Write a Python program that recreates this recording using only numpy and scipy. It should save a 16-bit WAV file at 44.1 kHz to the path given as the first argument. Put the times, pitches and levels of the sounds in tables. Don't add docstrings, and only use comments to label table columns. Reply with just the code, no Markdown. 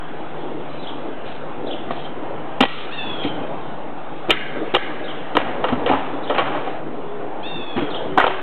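import sys
import numpy as np
from scipy import signal
from scipy.fft import rfft, irfft, next_fast_len
from scipy.io import wavfile
from scipy.ndimage import uniform_filter1d, map_coordinates

SR = 44100
rng = np.random.default_rng(int(sys.argv[2]) if len(sys.argv) > 2 else 0)


def generate_wav(sig):
    pcm = np.round(np.clip(np.atleast_2d(sig).T, -1, 1) * 32767).astype(np.int16)
    wavfile.write(sys.argv[1], SR, pcm)


N = 371322
TIME = np.arange(N) / SR

# t/s, level/dB
ROAD_LEVEL = [(0.0, -32), (0.35, -32.5), (1.33, -32.5), (1.76, -29.5), (2.6, -30.5), (2.72, -36),
              (2.95, -32.5), (3.33, -27.5), (4.01, -33.5), (5.3, -30.5), (5.82, -24), (6.14, -28),
              (6.49, -27), (6.71, -31), (7.83, -30), (7.95, -26.5), (8.42, -34.5)]
# f/Hz, relative level per Hz/dB
ROAD_COLOUR = [(18, -49), (30, -13), (32, -35.5), (54, -29), (74, -17.5), (118, -12.5), (147, -7),
               (206, -9), (298, 0), (365, -4), (491, -3), (590, -5), (794, -4), (1090, -12), (2500, -28),
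               (3250, -45.5), (5500, -120)]
# t/s, level/dB
LEAF_LEVEL = [(0.0, -43.5), (2.62, -44.5), (2.84, -36), (3.98, -46.5), (4.55, -39), (6.36, -43),
              (6.47, -36), (6.82, -46.5), (7.34, -47), (7.69, -46.5), (8.18, -42.5), (8.42, -37)]
# f/Hz, relative level per Hz/dB
LEAF_COLOUR = [(500, -22.5), (1200, 8.5), (2000, -1), (3000, 0.5), (3600, -3.5), (4000, -12), (4400, -16.5)]
ROAD_DB, LEAVES_DB = -0.06, 1
HUM_HZ, HUM_SAG_HZ_PER_S, HUM_DB, HUM_FADE_DB_PER_S = 153.4, 0.9, -43, 1.0
# t/s, length/s, f/Hz, level/dB
TYRE_WHINES = [(6.88, 0.51, 411.6, -34), (7.93, 0.54, 378.5, -26)]
WHINE_SAG_HZ_PER_S = 9.5

# f/Hz, time to fade by 60 dB/s
TREE_FADE = [(150, 0.24), (600, 0.12), (2000, 0.67), (4000, 0.55)]

# t/s, level/dB
CHIRP_TIMES = [(0.819, -31.5), (1.659, -28.5), (1.94, -46), (2.0, -49), (5.032, -31), (6.223, -32),
               (7.894, -26.5)]
# t from its start/s, f/Hz, level against the chirp's own/dB
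CHIRP_SHAPE = [(0, 3406, -10.5), (.015, 3800, -9), (.03, 3547, -7.5), (.042, 2760, -16), (.055, 3190, 2),
               (.064, 3580, -7.5), (.075, 3060, -0.5), (.095, 2854, -10.5)]
# t/s, f/Hz, level/dB
PEEP_NOTES = [(.395, 3300, -44.5), (0.689, 3970, -48.5), (0.72, 3950, -50), (0.785, 3980, -43.5),
              (1.985, 3300, -40), (2.035, 3140, -38)]

# t/s, length/s, rise/s, top f/Hz, end f/Hz, whistle level/dB,
# share of the call where the whistle peaks, harshness level/dB, fading of the harshness over the call/dB
HAWK_SCREAMS = [(2.91, .42, 0.0359, 931, 764.6, -31, 0.48, -31, 26.5),
                (7.424, .48, .064, 928, 793, -33.5, .15, -38, 7)]
SCOOP, SAG_SHAPE = 0.18, 0.68
WHISTLE_EDGE_DB = 11.5
WAVER_DB = 2

# f/Hz, relative level per Hz/dB
GRIT_COLOUR = [(150, -29), (300, -13), (500, -6), (780, -0.5), (1050, -4), (1500, -8), (2100, -11.5),
               (3000, -13), (3700, -23), (4300, -36)]
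# t/s, length/s, level the fading starts from/dB
BOARD_SLIDES = [(5.368, .25, -28), (5.658, 0.21, -33), (5.869, 0.29, -24.5), (6.338, 0.47, -28),
                (7.757, 0.23, -29.5), (8.184, 0.24, -20.5)]
SLIDE_ATTACK_S, SLIDE_LOSS_DB = 0.012, 18.5
# t/s, length/s, level the fading starts from/dB
SHINGLE_RUSTLES = [(1.247, 0.15, -41.5), (1.9, 0.19, -42.5), (2.672, .2, -38.5), (3.224, 0.079, -33.5)]
# t/s, length/s, level at the middle/dB
HOLLOW_SWELLS = [(0.29, 0.41, -34), (1.037, 0.1, -31), (1.53, 0.29, -30), (3.29, 0.33, -38),
                 (4.499, 0.21, -26.5), (7.25, .4, -36.5)]

# t/s, level/dB
BAR_CHATTERS = [(4.315, -29), (4.779, -31), (5.38, -36)]
# f/Hz, width/Hz, relative level/dB
BAR_MODES = [(1544, 84, 7.5), (1686, 50, 7), (1640, 22, 4), (2070, 350, 4.5), (2410, 200, -2)]

# f/Hz, width/Hz, relative level/dB
PLANK_MODES = [(274, 50, -4.5), (366, 140, -4), (500, 90, -1), (729, 160, -4.5), (1020, 380, -8),
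               (1335, 140, -4.5), (1917, 130, -3.5), (1948, 65, -0.5), (2360, 180, -9), (2848, 100, -1.5),
               (3139, 74, -1), (3644, 220, -9)]
# t/s, knock level/dB, knock f/Hz,
# hardness 0-1, time to fade by 60 dB/s
PLANK_KNOCKS = [(1.907, -23, 690, 0.15, 0.045), (2.636, -18, 810, 0.84, 0.011),
                (4.765, -19.5, 1190, 1, .012), (5.640, -16.5, 530, 0.74, 0.087),
                (5.684, -25.5, 1226, 1, .08), (5.861, -19, 472, 1, 0.1), (5.897, -17, 738, 0.1, 0.13),
                (5.912, -16.5, 836, 0.13, 0.12), (5.932, -18.5, 831, 0, 0.17),
                (6.297, -16.5, 587, 0.45, 0.2), (6.381, -15.5, 1118, 1, 0.11), (6.393, -21, 737, 1, 0.052),
                (6.475, -31, 707, 0.65, .13), (6.546, -23, 605, 0.4, 0.25), (6.671, -25.5, 765, 0.35, 0.16),
                (8.175, -11.5, 770, 0.4, 0.042), (8.181, -13, 1510, .35, 0.051),
                (8.1992, -15.5, 1457, 0.7, 0.02), (8.211, -19, 1920, 0.6, 0.026),
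                (8.2404, -15.5, 1320, 0.5, 0.012), (8.2655, -16.5, 830, 0.8, 0.021),
                (8.276, -22, 935, .95, 0.034)]
SOFT_THUD_DB, HARD_THUD_DB = -1.5, -27
SOFT_CRACK_DB, HARD_CRACK_DB = -18.5, -7
DECK_HZ = 291.6
# t/s, thud level/dB, thud
# f/Hz
DECK_THUDS = [(3.249, -19.5, 296), (4.286, -22.5, 364), (4.609, -36, 331), (5.724, -16.5, 248),
              (7.763, -21, 248), (7.777, -20, 351), (7.821, -21, 292), (8.058, -35, 383)]
THUD_KNOCK_DB, THUD_CRACK_DB, THUD_KNOCK_HZ, THUD_T60 = -10.5, -20.5, 466, 0.13

# t/s, thud level/dB, knock level/dB, crack level/dB, thud f/Hz, knock f/Hz,
# time to fade by 60 dB/s, time the board gives before the snap/s, give level/dB, first splinter's level/dB
NAIL_PRIES = [(2.6058, -13, -13.5, -15, 262, 798, 0.056, 0.0019, -21, -19),
              (4.3048, -30, -19.5, -11.5, 340, 1304, 0.061, .010, -18, -30),
              (4.7465, -26, -16.5, -16, 360, 792, 0.058, 0.0077, -18.5, -34),
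              (5.368, -25.5, -12.5, -20, 307, 1020, 0.015, .017, -22, -32.5)]
DECK_LAG_S, DECK_T60 = 0.003, 0.055
# (thud, knock, crack) against the give level in dB, knock pitch, 60 dB fade time in s
GIVE_BALANCE_DB, GIVE_HZ, GIVE_T60 = (-2, -2.5, -8), 605, 0.09
SPLINTER_DELAY_S, SPLINTER_GAP_S, SPLINTER_LOSS_DB, SPLINTER_T60 = 0.016, 0.015, 4, 0.055
SPLINTER_THUD_DB, SPLINTER_KNOCK_DB = -3.5, -2.5

MIC_HZ, TOP_HZ = 4100, 15800


def amp(db):
    return 10 ** (np.asarray(db) / 20)


def unit(x):
    return x / np.sqrt(np.mean(x ** 2) + 1e-20)


def along(points, hz):
    f, v = np.transpose(points)
    return np.interp(np.log(hz + 1), np.log(f + 1), v)


def curves(rows, t=TIME):
    s, *columns = np.transpose(rows)
    return [np.interp(t, s, column) for column in columns]


def during(rows, t=TIME):
    return np.clip(np.minimum(t - rows[0][0], rows[-1][0] - t) / 0.013, 0, 1)


def arch(s, length):
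    return np.sin(np.pi * np.clip((TIME - s) / length, 0, 1))


def wobble(rate):
    return map_coordinates(rng.standard_normal(int(N * rate / SR) + 4), [TIME * rate])


def cycles(hz):
    return 2 * np.pi * np.cumsum(hz) / SR


def filtered(x, response):
    m = next_fast_len(len(x) + SR // 4)
    return irfft(rfft(x, m) * response(np.fft.rfftfreq(m, 1 / SR)), m)[:len(x)]


def band(x, lo_hz, hi_hz):
    return signal.sosfilt(signal.butter(3, [lo_hz, hi_hz], "band", fs=SR, output="sos"), x)


def body(modes, f):
    total = 0
    for k, (center, width, db) in enumerate(modes):
        ring = 1j * f * width / (center * center - f * f + 1j * f * width)
        total = total + (-1) ** k * amp(db) * ring
    return total


def add(track, s, sound):
    part = track[max(round(s * SR), 0):][:len(sound)]
    part += sound[:len(part)]


def rush(spectrum, patchy_db):
    z = signal.stft(rng.standard_normal(N), nperseg=1024)[2]
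    field = uniform_filter1d(rng.standard_normal(z.shape), size=6, axis=0)
    field = uniform_filter1d(field, size=9, axis=1)
    noise = signal.istft(z * amp(patchy_db * unit(field)), nperseg=1024)[1][:N]
    return unit(filtered(noise, lambda hz: amp(along(spectrum, hz))))


def background():
    road = amp(curves(ROAD_LEVEL)[0] + ROAD_DB + 0.13 * wobble(4.1)) * rush(ROAD_COLOUR, patchy_db=2.0)
    leaves = amp(curves(LEAF_LEVEL)[0] + LEAVES_DB) * rush(LEAF_COLOUR, patchy_db=2.5)
    hum_hz = HUM_HZ - HUM_SAG_HZ_PER_S * TIME + 3 * wobble(15)
    hum_db = HUM_DB - HUM_FADE_DB_PER_S * TIME + 3 * wobble(8)
    out = road + leaves + amp(hum_db) * np.sin(cycles(hum_hz))
    for s, length, whine_hz, db in TYRE_WHINES:
        phase = cycles(whine_hz - WHINE_SAG_HZ_PER_S * (TIME - s) + 5 * wobble(30))
        tread = np.sin(phase) + amp(-9 + 3 * wobble(20)) * np.sin(1.65 * phase)
        out += amp(db + 2.5 * wobble(12)) * arch(s, length) * tread
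    return out


def trees(x, build_s):
    hz, t, z = signal.stft(rng.standard_normal(SR), SR, nperseg=256)
    fade = amp(-60 * t / along(TREE_FADE, hz)[:, None])
    build = 1 - np.exp(-t / build_s)
    tail = signal.istft(z * fade * build, SR, nperseg=256)[1]
    return signal.fftconvolve(x, tail / np.linalg.norm(tail))[:N]


def small_bird():
    out, t = np.zeros(N), np.arange(SR // 8) / SR
    hz, shape_db = curves(CHIRP_SHAPE, t)
    for s, db in CHIRP_TIMES:
        pitch = hz * (1 + 0.05 * wobble(700)[:len(t)])
        add(out, s, amp(db + shape_db) * during(CHIRP_SHAPE, t) * np.sin(cycles(pitch)))
    swell = np.hanning(SR // 30)
    for s, peep_hz, db in PEEP_NOTES:
        pitch = peep_hz * (1 + 0.014 * wobble(360)[:len(swell)])
        add(out, s, amp(db) * swell * np.sin(cycles(pitch)))
    return out


def hawk():
    out = np.zeros(N)
    for s, length, rise_s, top_hz, end_hz, whistle_db, peak, harsh_db, fading_db in HAWK_SCREAMS:
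        age = np.clip(TIME - s, 0, length)
        rising = np.clip(1 - age / rise_s, 0, 1)
        falling = np.clip((age - rise_s) / (length - rise_s), 0, 1)
        hz = top_hz * (1 - SCOOP * rising ** 2) + (end_hz - top_hz) * falling ** SAG_SHAPE
        phase = cycles(hz * (1 + 0.008 * wobble(250) + 0.004 * wobble(25)))
        harsh = np.sin(3 * phase) + amp(-8) * np.sin(2 * phase) + amp(-8) * np.sin(5 * phase)
        harsh *= amp(harsh_db - fading_db * falling) * (1 - falling ** 2)
        whistle = amp(whistle_db - WHISTLE_EDGE_DB * np.abs(age / length - peak)) * np.sin(4 * phase)
        out += (harsh + whistle) * during([(s,), (s + length,)]) * amp(WAVER_DB * wobble(50))
    return out


def scraping():
    slips = rng.standard_normal(N) * (rng.random(N) < 5000 / SR)
    slips *= amp(2 * wobble(60))
    grit = filtered(slips, lambda hz: amp(along(GRIT_COLOUR, hz)))
    grit /= np.std(band(grit, 1200, 2700))
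    drag, shift, swell = np.zeros(N), np.zeros(N), np.zeros(N)
    for s, length, db in BOARD_SLIDES:
        attack = np.clip((TIME - s) / SLIDE_ATTACK_S, 0, 1)
        fade = amp(db - SLIDE_LOSS_DB * np.abs(TIME - s) / length)
        drag += fade * attack * during([(s,), (s + length,)])
    for s, length, db in SHINGLE_RUSTLES:
        fade = amp(db - 5.8 * np.clip((TIME - s) / length, 0, 1))
        shift += fade * during([(s,), (s + length,)])
    for s, length, db in HOLLOW_SWELLS:
        swell += amp(db) * arch(s, length)
    return drag * grit + shift * unit(band(slips, 2000, 3800)) + swell * unit(band(slips, 247, 540))


def pry_bar():
    contact = rng.standard_normal(N) * amp(2.5 * wobble(80))
    chatter = unit(filtered(contact, lambda f: body(BAR_MODES, f)))
    level = np.zeros(N)
    for s, db in BAR_CHATTERS:
        level += amp(db - 45 * np.abs(TIME - s)) * (TIME > s)
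    return chatter * level


def early_unit(x):
    return x / np.sqrt(np.mean(x[:SR // 50] ** 2))


def blow(levels_db, thud_hz, knock_hz, t60):
    t = np.arange(SR // 3) / SR
    fade = amp(-60 * t / max(t60, 0.01))
    push = fade * (1 - np.exp(-t / 0.00067))
    rub = rng.standard_normal(len(t))
    contact = rub * fade * (1 + 0.6 * np.exp(-t / 0.0035))
    ringing = filtered(contact, lambda f: body(PLANK_MODES, f))
    wood = early_unit(ringing) + 0.48 * early_unit(contact)
    thud_tone = early_unit(np.sin(2 * np.pi * thud_hz * t) * push)
    knock_tone = early_unit(np.sin(2 * np.pi * knock_hz * t) * push)
    thud = early_unit(thud_tone + 0.41 * early_unit(band(rub * push, 62, 580)))
    knock = early_unit(0.73 * knock_tone + early_unit(band(wood, 450, 1500)))
    crack = early_unit(band(wood, 1570, 4800))
    return amp(levels_db)[:, None] * np.array([thud, knock, crack])


def planks():
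    out = np.zeros(N)
    for s, db, knock_hz, hardness, t60 in PLANK_KNOCKS:
        hard = np.clip(hardness, 0, 1)
        thud_db = db + SOFT_THUD_DB + (HARD_THUD_DB - SOFT_THUD_DB) * hard
        crack_db = db + SOFT_CRACK_DB + (HARD_CRACK_DB - SOFT_CRACK_DB) * hard
        deck_hz = DECK_HZ * (1 + rng.normal(0, 0.05))
        add(out, s, blow((thud_db, db, crack_db), deck_hz, knock_hz, t60).sum(0))
    for s, db, thud_hz in DECK_THUDS:
        levels_db = (db, db + THUD_KNOCK_DB, db + THUD_CRACK_DB)
        add(out, s, blow(levels_db, thud_hz, THUD_KNOCK_HZ, THUD_T60).sum(0))
    return out


def prying(count=3):
    out = np.zeros(N)
    for s, thud_db, knock_db, crack_db, thud_hz, knock_hz, t60, give_s, give_db, splinter_db in NAIL_PRIES:
        give = blow(give_db + np.array(GIVE_BALANCE_DB), thud_hz, GIVE_HZ, GIVE_T60)
        add(out, s - give_s, give.sum(0))
        snap_db = (thud_db, knock_db, crack_db)
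        _, knock, crack = blow(snap_db, thud_hz, knock_hz, t60)
        add(out, s, knock + crack)
        deck_thud = blow(snap_db, thud_hz, knock_hz, DECK_T60)[0]
        add(out, s + DECK_LAG_S, deck_thud)
        for k in range(count):
            db = splinter_db - SPLINTER_LOSS_DB * k
            late, detune = rng.normal(0, 0.15, 2)
            levels_db = (db + SPLINTER_THUD_DB, db + SPLINTER_KNOCK_DB, db)
            splinter = blow(levels_db, thud_hz, knock_hz * (1 + detune), SPLINTER_T60)
            add(out, s + SPLINTER_DELAY_S + SPLINTER_GAP_S * (k + late), splinter.sum(0))
    return out


def scene():
    work = prying() + planks() + pry_bar() + scraping()
    chirps, screams = small_bird(), hawk()
    echoes = amp(-17.0) * trees(work, build_s=0.065)
    echoes += trees(amp(-3.5) * chirps + amp(-2.5) * screams, build_s=0.0069)
    return (work + chirps + screams + echoes + background())[None]


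def record(dry):
    pressed = dry[0] / (1 + np.abs(dry[0] / 0.95) ** 4) ** 0.25
    soft = filtered(pressed, lambda hz: 1 / np.sqrt(1 + (hz / 4500) ** 30))
    sampled = soft * 5 * (np.arange(N) % 5 == 0)
    narrow = filtered(sampled, lambda hz: 1 / np.sqrt(1 + (hz / MIC_HZ) ** 70))
    clipped = np.clip(narrow - 0.062, -0.73, 0.73)
    return filtered(clipped, lambda hz: 1 / np.sqrt(1 + (hz / TOP_HZ) ** 120))[None]


dry = scene()
out = record(dry)
generate_wav(out)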